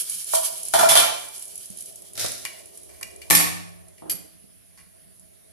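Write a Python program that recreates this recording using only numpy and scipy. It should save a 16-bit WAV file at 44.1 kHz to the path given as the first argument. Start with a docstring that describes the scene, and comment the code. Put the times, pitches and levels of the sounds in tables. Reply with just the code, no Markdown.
"""Hot spiced oil sizzles and spits on a pot of simmering lentils in a small tiled kitchen. The empty pan
clatters down on the steel stove, then the cooker's lid is fetched, dropped on the rim and latched.
Oil, simmer and rumble are shaped noise; metal is short bursts of noise ringing resonant modes in a room.
A phone listens through two ports whose bass comes out in opposite polarity."""
import sys
import numpy as np
from scipy import signal
from scipy.fft import rfft, irfft, next_fast_len
from scipy.io import wavfile
from scipy.ndimage import uniform_filter1d, map_coordinates

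SR = 44100
rng = np.random.default_rng(int(sys.argv[2]) if len(sys.argv) > 2 else 0)


def transcribe(signal):
    """Save signal, clipped to [-1, 1], as a 16-bit WAV file at the path in sys.argv[1]."""
    frames = np.atleast_2d(signal).T
    limited = np.clip(frames, -1, 1)
    pcm = np.round(limited * 32767).astype(np.int16)
    wavfile.write(sys.argv[1], SR, pcm)


N = 243431

# relative colour of an oil droplet's spit: frequency_hz, density_db (per Hz)
SPIT_COLOUR = [(1500, -34.5), (3500, -21.5), (6000, -5), (8500, -1.5), (10800, 11.5), (12500, -18.5),
               (15300, -26.5)]


def amp(db):
    """Decibels to linear gain."""
    return 10 ** (np.asarray(db) / 20)


def unit(x):
    """Scale to an rms of 1."""
    return x / np.sqrt(np.mean(x ** 2) + 1e-20)


def along(points, hz):
    """Read (Hz, value) points on a log frequency axis."""
    f, v = np.transpose(points)
    return np.interp(np.log(hz + 1), np.log(f + 1), v)


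def curve(rows):
    """Join (s, value) points by straight lines, one value per sample."""
    s, v = np.transpose(rows)
    return np.interp(np.arange(N) / SR, s, v)


def wobble(rate):
    """A smooth random curve with rate knots a second."""
    knots = rng.standard_normal(int(N * rate / SR) + 4)
    return map_coordinates(knots, [np.arange(N) * rate / SR])


def coloured(x, points):
    """Filter x through a (Hz, dB) spectrum."""
    n = x.shape[-1]
    m = next_fast_len(n + 8192)
    gain = amp(along(points, np.fft.rfftfreq(m, 1 / SR)))
    return irfft(rfft(x, m) * gain, m)[..., :n]


def rush(spectrum, patchy_db):
    """Two unrelated noises (port sum, port difference) of joint rms 1, sharing patches of random gain."""
    z = signal.stft(rng.standard_normal((2, N)), nperseg=512)[2]
    patches = uniform_filter1d(rng.standard_normal(z.shape[1:]), size=6, axis=0)  # across frequency
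    patches = uniform_filter1d(patches, size=10, axis=1)  # across time
    noise = signal.istft(z * amp(patchy_db * unit(patches)), nperseg=512)[1][:, :N]
    return unit(coloured(noise, spectrum))


def echoes(length):
    """A fresh kitchen tail for port sum and difference; each frequency dies at its own speed."""
    # how long the tiled room rings: frequency_hz, t60_s
    kitchen = [(100, 0.64), (500, 0.64), (2500, 0.6), (6000, 0.55), (12000, 0.38)]
    hz, t, z = signal.stft(rng.standard_normal((2, length)), SR, nperseg=256)
    decay = amp(-60 * t / along(kitchen, hz)[:, None])
    tail = signal.istft(z * decay, SR, nperseg=256)[1][:, :length]
    return tail / np.linalg.norm(tail[0])


def room_tone():
    """A steady hiss and hum: noise in a fixed colour, drifting very slightly in level."""
    # relative colour of the quiet kitchen: frequency_hz, density_db (per Hz)
    tone_colour = [(15, -53.5), (50, -12.5), (75, -7), (101, -5.5), (140, -18), (177, -2.5), (215, -13.5),
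                   (280, -17), (442, -18.5), (563, -26.5), (640, -7), (756, -29), (1800, -19.5),
                   (8400, -22), (9100, -12.5), (10500, -6), (12000, -16.5), (15300, -41)]
    return amp(-57.5 + 0.3 * wobble(11.0)) * rush(tone_colour, patchy_db=2.0)


def simmer():
    """The pot and burner simmer low: patchy noise centred on the bubbling resonances."""
    # loudness of pot and burner: start_s, level_db
    simmer_level = [(0, -65), (.25, -67.5), (.32, -58), (1.6, -65.5), (2, -62.5), (3.25, -58.5), (3.9, -65),
                    (4.1, -62.5), (4.3, -78.5), (5.52, -73.5)]
    # relative colour of the bubbling: frequency_hz, density_db (per Hz)
    bubbling = [(120, -31.5), (200, -11), (222, -18), (373, 4), (436, 3), (470, -6), (649, 6), (771, -7),
                (1200, -16.5), (1560, -34.5), (2640, -120)]
    return amp(curve(simmer_level) + 0.46 * wobble(13)) * rush(bubbling, patchy_db=-2.5)


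def rumble():
    """A low rumble swells while the lid is handled: bass noise under a level curve."""
    # loudness of the swell: start_s, level_db
    swell = [(2.5, -85), (2.75, -85), (2.948, -66), (3.262, -64.5), (4.2, -74)]
    # relative colour of the rumble: frequency_hz, density_db (per Hz)
    rumble_colour = [(35, -41), (60, 0.5), (85, -2), (130, -40), (300, -120)]
    fade_s, silent_db = 0.2, -110
    level_db = curve([(swell[0][0] - fade_s, silent_db), *swell, (swell[-1][0] + fade_s, silent_db)])
    return amp(level_db) * rush(rumble_colour, patchy_db=1.5)


def metal_push(t, chatter_s):
    """What stirs the metal: a noisy crack, an uneven chatter and one sharp blow."""
    crack = amp(-12.0 - 60 * t / 0.019)
    chatter = amp(-60 * t / max(chatter_s, .005))
    push = rng.standard_normal((2, len(t))) * (crack + chatter)
    touches_db = 3.3 * rng.standard_normal(len(t) // 64 + 1)  # a new force every 64 samples
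    push *= amp(touches_db.repeat(64)[:len(t)])
    push[:, 0] += amp(17)  # the blow itself, which always sets the modes going
    return push


def clatter(hits, modes, wet_db, thud_db, treble_db=0, soft_hz=SR):
    """Each contact stirs the modes and fills the kitchen; thud follows body, treble follows clang."""
    # relative colour of the dense clatter: frequency_hz, level_db (per Hz)
    crash = [(25, -12), (100, -3), (450, -1.5), (1200, 1.5), (3000, -6), (7000, -0.5), (10800, 4.5),
             (12500, -1), (15300, -28.5)]
    # treble, clang, body and thud bands: low_hz, high_hz
    bands_hz = [(4500, 15000), (1800, 4500), (550, 1800), (25, 550)]
    t = np.arange(SR * 2 // 3) / SR
    out = np.zeros((2, N + SR))
    m = next_fast_len(2 * len(t))
    f = np.fft.rfftfreq(m, 1 / SR)
    bands = []
    for edges in bands_hz:
        sos = signal.butter(3, edges, "bandpass", fs=SR, output="sos")
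        bands.append(signal.sosfreqz(sos, f, fs=SR)[1])
    body = 1 + sum(amp(db) * 1j * f * w / (c * c - f * f + 1j * f * w) for c, w, db in modes)
    padding = 1 / (1 + 1j * f / soft_hz) ** 3  # a padded contact loses its top
    for s, *clang_db, body_db, chatter_s in hits:
        levels_db = [body_db + thud_db, body_db]
        for db in clang_db:
            levels_db += [db, db + treble_db]
        push = metal_push(t, chatter_s)
        tail = np.pad(echoes(len(t)), ((0, 0), (200, 0)))  # echoes start 200 samples late
        room = 1 + amp(wet_db) * rfft(tail, m)
        sound = rfft(push, m) * amp(along(crash, f)) * body * room * padding
        # thud upwards; hits with no clang level reach the lower two bands only
        for band, db in zip(bands[::-1], levels_db):
            part = irfft(sound * band, m)[:, :len(t)]
            peak = np.abs(part).max(axis=1, keepdims=True)
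            out[:, round(s * SR):][:, :len(t)] += amp(db) * part / peak
    return out[:, :N]


def stove_thumps():
    """Dull thumps through the stove top: padded blows on one low mode."""
    # thumps: start_s, body_peak_db, chatter_t60_s
    thumps = [(1.70, -57, 0.05), (4.14, -55.5, 0.048), (4.44, -63.5, 0.082)]
    # stove top modes: pitch_hz, width_hz, level_db (over the crash)
    stove = [(183, 31, 15)]
    return clatter(thumps, stove, wet_db=-4, thud_db=11.5, soft_hz=500)


def handle():
    """Soft knocks on the handle: padded blows on its low modes."""
    # knocks: start_s, body_peak_db, chatter_t60_s
    soft_knocks = [(4.02, -40, 0.23), (4.055, -39.5, 0.47)]
    # handle modes: pitch_hz, width_hz, level_db (over the crash)
    handle_modes = [(177, 19, 4.5), (312, 32, 17), (672, 14, 5)]
    return clatter(soft_knocks, handle_modes, wet_db=-5.5, thud_db=-5.0, soft_hz=724)


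def latch():
    """The latch snaps over: two close contacts on small, bright metal modes."""
    # snaps: start_s, clang_peak_db, body_peak_db, chatter_t60_s
    latch_hits = [(4.097, -26, -55, 0.11), (4.109, -28.5, -37.5, 0.16)]
    # latch modes: pitch_hz, width_hz, level_db (over the crash)
    latch_modes = [(2480, 61, 10), (3140, 152, 12.5), (4670, 118, 9.5), (8500, 92, 0.5), (10690, 130, 12.5),
                   (11570, 70, 19.5)]
    return clatter(latch_hits, latch_modes, wet_db=-9.0, treble_db=12, thud_db=-2.5)


def lid_drag():
    """The lid is dragged off the counter: rapid contacts with long chatter on the counter's modes."""
    # scrapes: start_s, clang_peak_db, body_peak_db, chatter_t60_s
    drag = [(2.1538, -36, -49, 0.5), (2.1758, -26, -38, 0.64), (2.1941, -24, -44.5, 0.75),
            (2.2094, -27.5, -36, 0.36), (2.2431, -29, -28, 0.087), (2.2616, -24.5, -42, 0.087)]
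    # counter modes: pitch_hz, width_hz, level_db (over the crash)
    counter = [(106, 19, 14), (326, 120, -12), (670, 160, 12.5), (1373, 27, 12), (3780, 650, 4),
               (5320, 1100, 2.5)]
    return clatter(drag, counter, wet_db=-7.0, treble_db=5, thud_db=-2.0)


def lid_taps():
    """The lid taps the rim, before and after it drops: light contacts on broad, damped modes."""
    # taps: start_s, clang_peak_db, body_peak_db, chatter_t60_s
    taps = [(2.4514, -21.5, -31.5, 0.087), (2.891, -49, -55.5, 0.92), (3.011, -44, -39, 0.19),
            (3.029, -23.5, -49, 0.042), (3.217, -35, -52, 0.11), (3.98, -49, -65, 0.2),
            (4.775, -48, -51.5, 0.24)]
    # lid modes: pitch_hz, width_hz, level_db (over the crash)
    lid_modes = [(1095, 27, 15.5), (2027, 175, 17), (2270, 20, 21), (2356, 110, 24), (2810, 82, 24),
                 (4490, 150, 10.5), (5550, 84.5, 1)]
    return clatter(taps, lid_modes, wet_db=-7.0, treble_db=3, thud_db=-23)


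def lid_drop():
    """The lid drops onto the pot and bounces: blows that ring the closed pot's narrow low modes."""
    # bounces: start_s, clang_peak_db, body_peak_db, chatter_t60_s
    bounces = [(3.301, -15, -21.5, 0.066), (3.308, -4.5, -12.5, 0.014), (3.329, -17.5, -26, 0.015),
               (3.351, -8, -31, 0.052), (3.3714, -14, -28, 0.011), (3.399, -19, -23, 0.06)]
    # closed pot modes: pitch_hz, width_hz, level_db (over the crash)
    shut_pot = [(98, 1.7, 15), (173, 2.25, 22), (196.2, 3, 18), (300.6, 13, 11.5), (870, 160, 6.5),
                (1108, 21.3, 19), (1762, 42, 10), (2327, 180, 5.5), (3320, 37, -19), (8170, 80, -4.5),
                (10400, 320, -3), (11760, 580, 0.5)]
    return clatter(bounces, shut_pot, wet_db=1.5, treble_db=8.5, thud_db=-7.5)


def pan_knocks():
    """The pan knocks the pot: short blows on the open pot's modes."""
    # knocks: start_s, body_peak_db, chatter_t60_s
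    knocks = [(.335, -17, .04), (.739, -16, .03), (.831, -13, .03), (.92, -20, .06)]
    # open pot modes: pitch_hz, width_hz, level_db (over the crash)
    pot = [(661, 9.3, 32.5), (660, 12, 18.5), (965, 33, 8.5), (1494, 200, -1.5)]
    return clatter(knocks, pot, wet_db=-3.0, thud_db=-26)


def pan_clatter():
    """The empty pan clatters down on the stove: a run of contacts on its ringing modes."""
    # contacts: start_s, clang_peak_db, body_peak_db, chatter_t60_s
    pan_hits = [(0.7377, -13.5, -12.5, 0.089), (0.7894, -18.5, -13.5, 0.25), (0.8889, -12, -27, 0.24),
                (0.9114, -14.5, -15.5, 0.13), (0.9541, -8.5, -14, 0.13), (0.9741, -11.5, -36, 0.039),
                (0.9994, -16, -22, 0.013), (1.0444, -26, -29.5, 0.035)]
    # pan modes: pitch_hz, width_hz, level_db (over the crash)
    pan_modes = [(698, 40, 8.5), (867, 21, 9), (1024, 34, 3.5), (1174, 36, 1.5), (1374, 17, 10.5),
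                 (2343, 4.2, 19.5), (2395, 11, 13.5), (2930, 34, 2), (3120, 14, 19), (3120, 30, 10.5),
                 (3287, 1100, -1), (3446, 13, 20.5), (3450, 25, 4), (10970, 71, 11)]
    return clatter(pan_hits, pan_modes, wet_db=2.5, treble_db=7, thud_db=-17.5)


def oil_level():
    """Gain of the sizzle: a falling curve with brief swells and a dip, silent shortly after the lid drops."""
    # loudness of the sizzle: start_s, level_db
    sizzle = [(0, -25.5), (.08, -34), (.3, -31.5), (.6, -35.5), (1.36, -41), (1.8, -48.5), (2.5, -50),
              (3.28, -55.5)]
    # brief flares (a negative rise is a dip): peak_s, rise_db (over the sizzle), length_s
    flares = [(0.355, 7, 0.04), (0.454, 10.5, 0.21), (1.672, 2.5, 0.16), (1.805, 4.5, 0.087),
              (1.924, 4, .18), (3.057, 2.5, 0.14), (3.174, -3, .13)]
    rise_share = 0.8  # share of a flare's length spent rising
    silent_s, silent_db = 3.7, -88
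    level_db = curve(sizzle)
    for s, db, length_s in flares:
        level_db += curve([(s - rise_share * length_s, 0), (s, db), (s + (1 - rise_share) * length_s, 0)])
    level_db = np.where(np.arange(N) < silent_s * SR, level_db, silent_db)
    return amp(uniform_filter1d(level_db, size=300))


def oil_hiss():
    """Steam bubbles bursting too densely to tell apart: coloured noise with an unsteady level."""
    # relative colour of the fizz: frequency_hz, density_db (per Hz)
    fizz = [(530, -58.5), (900, -24), (1850, -17), (2040, -24.5), (2240, -10), (2680, -13.5), (3090, -4),
            (3480, -9.5), (4730, -6), (7250, -5), (10800, 3.5), (15300, -21)]
    return amp(-2.5 + 2.3 * wobble(28)) * rush(fizz, patchy_db=1)


def oil_spatter():
    """A rain of small spatters: random bursts of noise, about 90 a second, of uneven strength."""
    strike = rng.random(N) < 90 / SR
    bursts = strike * amp(2.6 * rng.exponential(size=N).clip(0, 3))
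    power = np.abs(signal.lfilter([1], [1, -.992], bursts ** 2))  # each fades in some milliseconds
    noise = np.sqrt(power) * rng.standard_normal((2, N))
    return amp(-9.5) * unit(coloured(noise, SPIT_COLOUR))


def oil_spits():
    """Single loud spits: coloured noise with a quick rise, a sharp decay and a faint longer tail."""
    # spits: start_s, peak_db
    spits = [(0.0968, -15), (.1478, -22), (.2424, -27.5), (.5264, -27), (0.631, -21), (0.652, -19),
             (0.6837, -19), (1.286, -29.5), (1.3793, -27), (1.3944, -27.5), (1.423, -26), (1.453, -26.5),
             (1.479, -30.5), (1.5556, -25.5), (1.5776, -25.5), (1.6568, -30.5), (1.701, -31),
             (1.772, -27.5), (1.786, -28.5), (1.8064, -26), (1.822, -29), (1.8576, -29.5), (1.957, -29.5),
             (2.0204, -33), (2.1334, -31.5), (2.3177, -23), (2.657, -32), (2.7737, -30), (2.832, -37),
             (3.011, -30.5), (3.111, -41), (3.1607, -31), (3.883, -39), (5.1955, -37.5)]
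    t = np.arange(SR // 8) / SR
    out = np.zeros((2, N + SR))
    decay_t60_s, tail_t60_s, rise_s = 0.018, 0.54, 0.0011
    decay = amp(-60 * t / decay_t60_s) + amp(-22 - 60 * t / tail_t60_s)
    shape = decay * (1 - np.exp(-t / rise_s))
    for s, db in spits:
        burst = coloured(rng.standard_normal((2, len(t))), SPIT_COLOUR) * shape
        out[:, round(s * SR):][:, :len(t)] += amp(db) * burst / np.abs(burst).max()
    return out[:, :N]


def oil():
    """Hot oil: hiss and spatter share one level curve, single spits keep their own levels."""
    return oil_level() * (oil_hiss() + oil_spatter()) + oil_spits()


def scene():
    """Mix every layer as port sum and port difference."""
    background = room_tone() + simmer() + rumble()
    small_knocks = stove_thumps() + handle() + latch()
    lid = lid_drag() + lid_taps() + lid_drop()
    pan = pan_knocks() + pan_clatter()
    return background + small_knocks + lid + pan + oil()


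def record(dry):
    """The ports differ most in the bass; the right one is a little louder; the top is cut off."""
    # spread between the ports: frequency_hz, level_db (difference over sum)
    width = [(30, 3), (60, 11), (110, 12), (200, 8), (380, 8), (690, 6), (1280, 0), (2370, -1), (14800, 0)]
    # balance of the ports: frequency_hz, level_db (left over right)
    lean = [(60, -1.0), (110, -2.0), (200, -4.5), (380, -1.5), (690, -2.5), (1280, -1.5), (2370, -0.5),
            (4360, -0.5), (8050, -0.5), (14800, -8.0)]
    top_hz = 15450
    mid, side = dry[0], coloured(dry[1], width)
    half = np.array(lean) * [1, .5]  # each port takes half the imbalance
    left = coloured(mid + side, half)
    right = coloured(mid - side, half * [1, -1])
    pair = np.array([left, right]).clip(-1, 1)
    m = next_fast_len(N + 8192)
    kept = np.fft.rfftfreq(m, 1 / SR) < top_hz
    return irfft(rfft(pair, m) * kept, m)[:, :N]


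dry = scene()
out = record(dry)
transcribe(out)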